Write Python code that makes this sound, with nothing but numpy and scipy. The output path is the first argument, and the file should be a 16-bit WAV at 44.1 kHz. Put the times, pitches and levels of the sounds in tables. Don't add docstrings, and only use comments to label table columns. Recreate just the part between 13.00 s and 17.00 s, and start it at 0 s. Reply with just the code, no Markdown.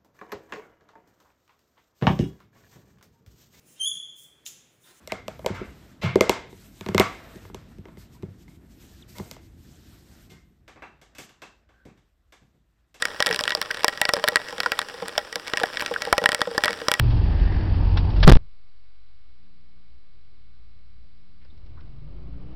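import sys
import numpy as np
from scipy import signal
from scipy.fft import rfft, irfft
from scipy.io import wavfile
from scipy.ndimage import uniform_filter1d

SR = 44100
rng = np.random.default_rng(int(sys.argv[2]) if len(sys.argv) > 2 else 0)


def int16_out(signal):
    q = np.round(np.clip(np.atleast_2d(signal).T, -1, 1) * 32767)
    wavfile.write(sys.argv[1], SR, q.astype(np.int16))


N = 176400
HIT_TIME = np.arange(6000) / SR

# (time [s], thud [dB], smack [dB], crack [dB], spray [dB])
HEAVY_DROPS = [(0.023, -33, -16.5, -23, -21.5), (0.0539, -32, -21.5, -27, -23.5),
               (0.2035, -21, -16.5, -19.5, -27), (0.2249, -38, -17, -18.5, -24),
               (0.2619, -37, -18.5, -19.5, -23), (0.2683, -28.5, -19.5, -21.5, -20),
               (0.3103, -49, -17, -42, -28), (0.327, -29, -27, -23.5, -34),
               (0.3453, -35, -25.5, -25.5, -29), (0.3607, -30, -39, -23, -28.5),
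               (0.3913, -29.5, -17, -24.5, -28), (0.4087, -30, -45, -23.5, -26),
               (0.4378, -32.5, -34, -21.5, -26.5), (0.4776, -32.5, -19, -23, -34),
               (0.5055, -38, -24, -23, -30), (0.5205, -34, -24, -25, -51.0),
               (0.5502, -29, -32, -24.5, -27.5), (0.6153, -32.5, -19.5, -21, -22),
               (0.711, -38, -23, -26, -29), (0.845, -20.5, -13.5, -15, -18),
               (0.8814, -24.5, -15, -20, -19.5), (1.0153, -22.5, -12, -23, -15),
               (1.053, -30, -22, -19, -29), (1.091, -19.5, -14.5, -22.5, -23),
               (1.1364, -19, -21.0, -17.5, -20), (1.1409, -29.5, -35, -27, -35),
               (1.1666, -28.5, -28.5, -33, -35), (1.2401, -22, -24.5, -18.5, -25),
               (1.2776, -34, -17.5, -23.5, -29), (1.2853, -24, -18, -18, -13),
               (1.3581, -25, -12, -15.5, -18.5), (1.369, -33.5, -19, -43, -36),
               (1.6028, -29.5, -19.5, -20, -27), (1.6329, -35.0, -27.5, -31, -36),
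               (1.6604, -29.5, -28, -28.5, -33), (1.719, -27, -16.5, -24.5, -23),
               (1.7907, -29, -26.5, -19, -21.5), (2.0823, -38.0, -29, -35.5, -27.5),
               (2.1791, -22.5, -16, -19, -25), (2.3568, -37, -24.5, -24, -26.5),
               (2.536, -23, -19.5, -23, -36), (2.5722, -37, -19, -27, -30), (2.6375, -21, -22.5, -43, -37),
               (2.7714, -44, -28, -27.5, -56), (2.8062, -45, -21, -31, -31), (2.8225, -29.5, -21, -38, -31),
               (2.8612, -46, -20.5, -28, -36), (3.0204, -33, -22.5, -24, -33),
               (3.1273, -13.5, -15.5, -17, -18), (3.1804, -17.5, -16.5, -22, -23.5),
               (3.2398, -20, -21, -28.0, -32), (3.2585, -22, -12, -18.5, -21),
               (3.2903, -20, -21.5, -24, -21.5), (3.3188, -37, -22, -24.5, -27),
               (3.3293, -28, -31, -31, -34), (3.3468, -27.5, -20, -21, -17.5),
               (3.4164, -19, -19.5, -19.5, -24.5), (3.579, -18, -26, -21, -26),
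               (3.6373, -25.5, -13, -22.5, -21.5), (3.6456, -29, -22, -19.5, -25),
               (3.657, -28.5, -14.5, -28, -23), (3.68, -30, -14, -25, -36), (3.884, -17, -21.5, -18, -24),
               (3.916, -23, -14.5, -17.5, -17), (3.939, -32, -17, -23, -22),
               (3.9966, -25.5, -14.5, -21.5, -18.5)]
def heavy_drops():
    drops = np.array(HEAVY_DROPS)
    return strikes(drops[:, 0], drops[:, 1:])


# (low edge [Hz], high edge [Hz], delay [s], fade [s], level [dB])
SPLAT_PARTS = [(482, 1255, 0.00038, 0.0013, -1), (1340, 2510, .0002, 0.0023, -3.5),
               (2980, 5250, 0.000047, 0.001, 0), (5870, 14700, 0.000023, 0.00017, -1)]
CLICK_DB = [-10, -3, -4.5, -3.5]
def strikes(times, levels_db):
    size, level_span = 1024, 220
    t = HIT_TIME[:size]
    hz = np.maximum(np.arange(size // 2 + 1) * SR / size, 1)
    pitch = np.exp(0.12 * rng.standard_normal((len(times), 1)))
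    centres_hz = np.array([np.sqrt(low * high) for low, high, *_ in SPLAT_PARTS])
    rise = HIT_TIME / 0.00026
    push = np.outer(gain(levels_db[:, 0] + 6.5), rise * np.exp(1 - rise))
    hits = casing_ring(centres_hz, levels_db) * (1 - np.exp(-rise)) - push
    for part, (low, high, delay, fade, part_db) in enumerate(SPLAT_PARTS):
        shape = np.exp(-t / fade) + gain(-19.5) * np.exp(-t / 0.002)
        noise = rfft(shape * rng.standard_normal((len(times), size))) / np.sqrt(np.sum(shape ** 2))
        force = (noise + gain(CLICK_DB[part])) * np.exp(-2j * np.pi * hz * delay)
        ratio = hz / (centres_hz[part] * pitch)
        off_centre = 1j * (ratio - 1 / ratio) * centres_hz[part] / (high - low)
        burst = irfft(force / (1 + np.sqrt(2) * off_centre + off_centre ** 2))
        strength = np.sqrt((burst ** 2).sum(1) / level_span)
        hits[:, :size] += burst * (gain(levels_db[:, part] + part_db) / strength)[:, None]
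    out = np.zeros(N)
    for start, hit in zip(times, hits):
        add(out, start, hit)
    return out


# (pitch [Hz], level [dB], time to fade by 60 dB [s])
CASING_TONES = [(303, -12, 0.029), (477.3, -5.5, 0.069), (599.3, -2, 0.075), (812.4, -7.5, 0.095),
                (1003, -7.5, 0.058), (1357, -11.5, 0.073), (1510, -21, 0.03), (1675, 4.5, 0.011),
                (1895, -8, 0.053), (1922, -7, 0.076), (2224, 2.5, 0.024), (2314, -2.5, 0.023),
                (3300, -26, 0.062)]
def casing_ring(centres_hz, levels_db, scatter_db=4):
    hz, tone_db, ring_s = np.array(CASING_TONES).T
    drive_db = np.array([np.interp(np.log(hz), np.log(centres_hz), drop) for drop in levels_db])
    strength = gain(drive_db + tone_db + scatter_db * rng.standard_normal(drive_db.shape))
    phase = np.exp(2j * np.pi * rng.random(strength.shape))
    tones = np.exp(np.outer(2j * np.pi * hz - np.log(1000) / ring_s, HIT_TIME))
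    return ((strength * phase) @ tones).imag


# (time [s], pitch [Hz], level [dB], time to fade by 60 dB [s])
WET_PLOPS = [(0.55, 4740, -2, 0.005), (.5505, 606, -19, 0.052), (.7065, 1570, -12.5, 0.018),
             (.8446, 925, 7.5, 0.0049), (1.137, 571, -17, 0.089), (1.2407, 598, -13, 0.044),
             (1.6607, 1435, -7.5, 0.022), (1.6612, 987, -10.5, 0.023), (1.7912, 1100, -1, 0.0047),
             (2.1795, 650, -5, 0.011), (2.6372, 756, -4.5, 0.017), (2.9617, 1520, -5.5, 0.01),
             (3.1282, 712, -2.5, 0.02), (3.1283, 1230, 8, 0.0057), (3.1806, 556, -12, 0.044),
             (3.2596, 2850, -6, 0.012), (3.2593, 1860, 1.5, 0.012), (3.4165, 900, 1.5, 0.0044),
             (3.5795, 1750, -6.5, 0.018)]
def plops():
    out = np.zeros(N)
    for start, hz, db, ring_s in WET_PLOPS:
        add(out, start, ping(hz, db, ring_s, attack_s=0.00042))
    return out


def shudder():
    out = np.zeros(N)
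    add(out, 3.129, ping(hz=43.3, db=-15.5, ring_s=0.061, attack_s=0.00094))
    return out


# (time [s], level [dB])
LIGHT_TAPS = [(0.0841, -42), (0.2779, -30), (0.29, -28.5), (0.3367, -34), (.402, -32), (.454, -30),
              (0.4942, -27.5), (0.6255, -30), (.745, -31), (0.771, -34), (0.7938, -36), (.807, -36),
              (0.8333, -27.5), (.895, -36), (0.9365, -40.5), (0.9751, -34), (1.0875, -31), (1.157, -35),
              (1.486, -35.5), (1.507, -38), (1.5814, -33.5), (1.816, -29.5), (1.8861, -36), (1.8983, -37.5),
              (2.093, -36), (2.1912, -34.5), (2.327, -31), (2.3973, -37.5), (2.4734, -34), (2.4802, -30.5),
              (2.4987, -35), (2.581, -31.5), (2.5992, -29), (2.606, -36), (2.634, -23.5), (2.6576, -34),
              (2.7337, -36), (2.7579, -38), (2.7965, -30), (2.8117, -29.5), (2.9394, -30), (3.0517, -29),
              (3.407, -32), (3.707, -31.5), (3.7299, -30.5)]
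TAP_COLOUR_DB = np.array([-10, 0.5, -2, -6.5])
def taps():
    times, db = np.array(LIGHT_TAPS).T
    return strikes(times, db[:, None] + TAP_COLOUR_DB)


# (time [s], level [dB])
FAR_KNOCKS = [(0.28, -24), (0.302, -20), (.572, -25.5), (1.174, -20.5), (1.321, -22.5), (1.526, -28),
              (1.582, -26), (1.665, -26.5), (1.9415, -33.5), (2.023, -19.5), (2.36, -26.5), (2.6138, -22),
              (2.9116, -19.5), (3.072, -20.5), (3.217, -16), (3.392, -25.5), (3.473, -20), (3.513, -25),
              (3.548, -26.5), (3.692, -25), (3.7005, -20.5), (3.816, -25.5)]
# (pitch [Hz], level [dB], time to fade by 60 dB [s])
BODY_TONES = [(186.2, -14.5, 0.16), (307, -15.5, 0.13), (464, -6.5, 0.17), (472.4, 0, 0.052),
              (621, -19.5, 0.11), (790, -7, 0.076), (1034, -13, 0.055)]
def knocks(scatter_db=3, detune=0.025):
    times = np.array(FAR_KNOCKS)[:, 0]
    out = strikes(times, np.tile(TAP_COLOUR_DB - 39, (len(times), 1)))
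    spots = rng.standard_normal((len(times), len(BODY_TONES) + 1))
    for (start, knock_db), (pitch_shift, *level_shifts) in zip(FAR_KNOCKS, spots):
        for (hz, tone_db, ring_s), level_shift in zip(BODY_TONES, level_shifts):
            pitch = hz * (1 + detune * pitch_shift)
            db = knock_db + tone_db - 0.5 + scatter_db * level_shift
            add(out, start, ping(pitch, db, ring_s, attack_s=0.00094, bend=0.18))
    return out


PATTER_COLOUR_DB = np.array([-2, 1.5, -3, -12])
def patter(drops_per_s=120, base_db=-49.5):
    when, chance = rng.random((int(drops_per_s * N / SR), 2)).T
    times = when * N / SR
    size_db = np.minimum(-3.7 * np.log(chance), 8.5)
    db = base_db + shower_db(times) + size_db
    return strikes(times, db[:, None] + PATTER_COLOUR_DB)


# (frequency [Hz], level [dB])
SPRAY_COLOUR = [(1200, -18), (3000, -2.5), (16000, 1)]
def spray(ticks_per_s=1500, base_db=-54, spread_db=14):
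    when, smallness = rng.random((int(ticks_per_s * N / SR), 2)).T
    ticks = np.bincount((when * N).astype(int), gain(-spread_db * np.sqrt(smallness)), N)
    return unit(colour(ticks, SPRAY_COLOUR)) * gain(base_db + shower_db(np.arange(N) / SR))


# (frequency [Hz], level [dB])
WASH_COLOUR = [(30, 1), (90, -0.5), (130, -8.5), (380, -3), (500, 5.5), (700, -9.5), (1200, -3.5),
               (1850, -8.5), (2600, -7), (4200, -14), (5300, -11), (7000, -19), (12000, -23), (16000, -38)]
def wash(base_db=-43.5):
    hiss = unit(colour(rng.standard_normal(N), WASH_COLOUR))
    return hiss * gain(base_db + shower_db(np.arange(N) / SR))


# (time [s], level [dB])
SHOWER_STRENGTH = [(0, 2), (.4, 1.5), (1, 0.5), (1.5, 1.5), (1.95, 1), (2.35, -1), (2.8, 3.5), (3.3, -0.5),
                   (3.7, 2.5), (4, 2.5)]
def shower_db(times):
    return np.interp(times, *np.array(SHOWER_STRENGTH).T)


def ping(hz, db, ring_s, attack_s, bend=0, settle_s=0.005):
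    cycles = hz * (HIT_TIME + bend * settle_s * (1 - np.exp(-HIT_TIME / settle_s)))
    fade_in = 1 - np.exp(-HIT_TIME / attack_s)
    fade_out = np.exp(-np.log(1000) * HIT_TIME / ring_s)
    return gain(db) * np.sin(2 * np.pi * cycles) * fade_in * fade_out


def colour(sound, points):
    hz, db = np.array(points).T
    size = 2 * N
    curve_db = np.interp(np.log(np.arange(N + 1) * SR / size + 1), np.log(hz), db)
    cepstrum = irfft(np.log(gain(curve_db)))
    cepstrum[1:N] *= 2
    cepstrum[N + 1:] = 0
    return irfft(rfft(sound, size) * np.exp(rfft(cepstrum)))[:N]


def gain(db):
    return 10 ** (np.asarray(db) / 20)


def unit(sound):
    return sound / np.sqrt(np.mean(sound ** 2))


def add(out, start_s, sound):
    first = max(int(start_s * SR), 0)
    out[first:first + len(sound)] += sound[:max(len(out) - first, 0)]


def scene():
    return (heavy_drops() + plops() + shudder() + taps() + knocks() + wash() + patter() + spray())[None]


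# (frequency [Hz], level [dB])
OPENING_COLOUR = [(30, -9.5), (350, -1.5), (480, -1.5), (1100, 0), (1850, 2.5), (2030, -5), (2300, -6.5),
                  (2650, -2), (3400, 1), (4200, -3.5), (5200, 3.5), (5900, 3), (7000, -3), (8000, -1.5),
                  (11000, -8), (16000, -13)]
def record(dry, notch_hz=6310, notch_width_hz=1200, top_hz=16200):
    overloaded = np.clip(colour(dry[0], OPENING_COLOUR), -1, 1)
    notch = signal.iirnotch(notch_hz, notch_hz / notch_width_hz, fs=SR)
    top_cut = signal.ellip(8, .2, 90, top_hz, fs=SR, output="sos")
    return signal.sosfilt(top_cut, signal.lfilter(*notch, overloaded))[None]


dry = scene()
out = record(dry)
int16_out(out)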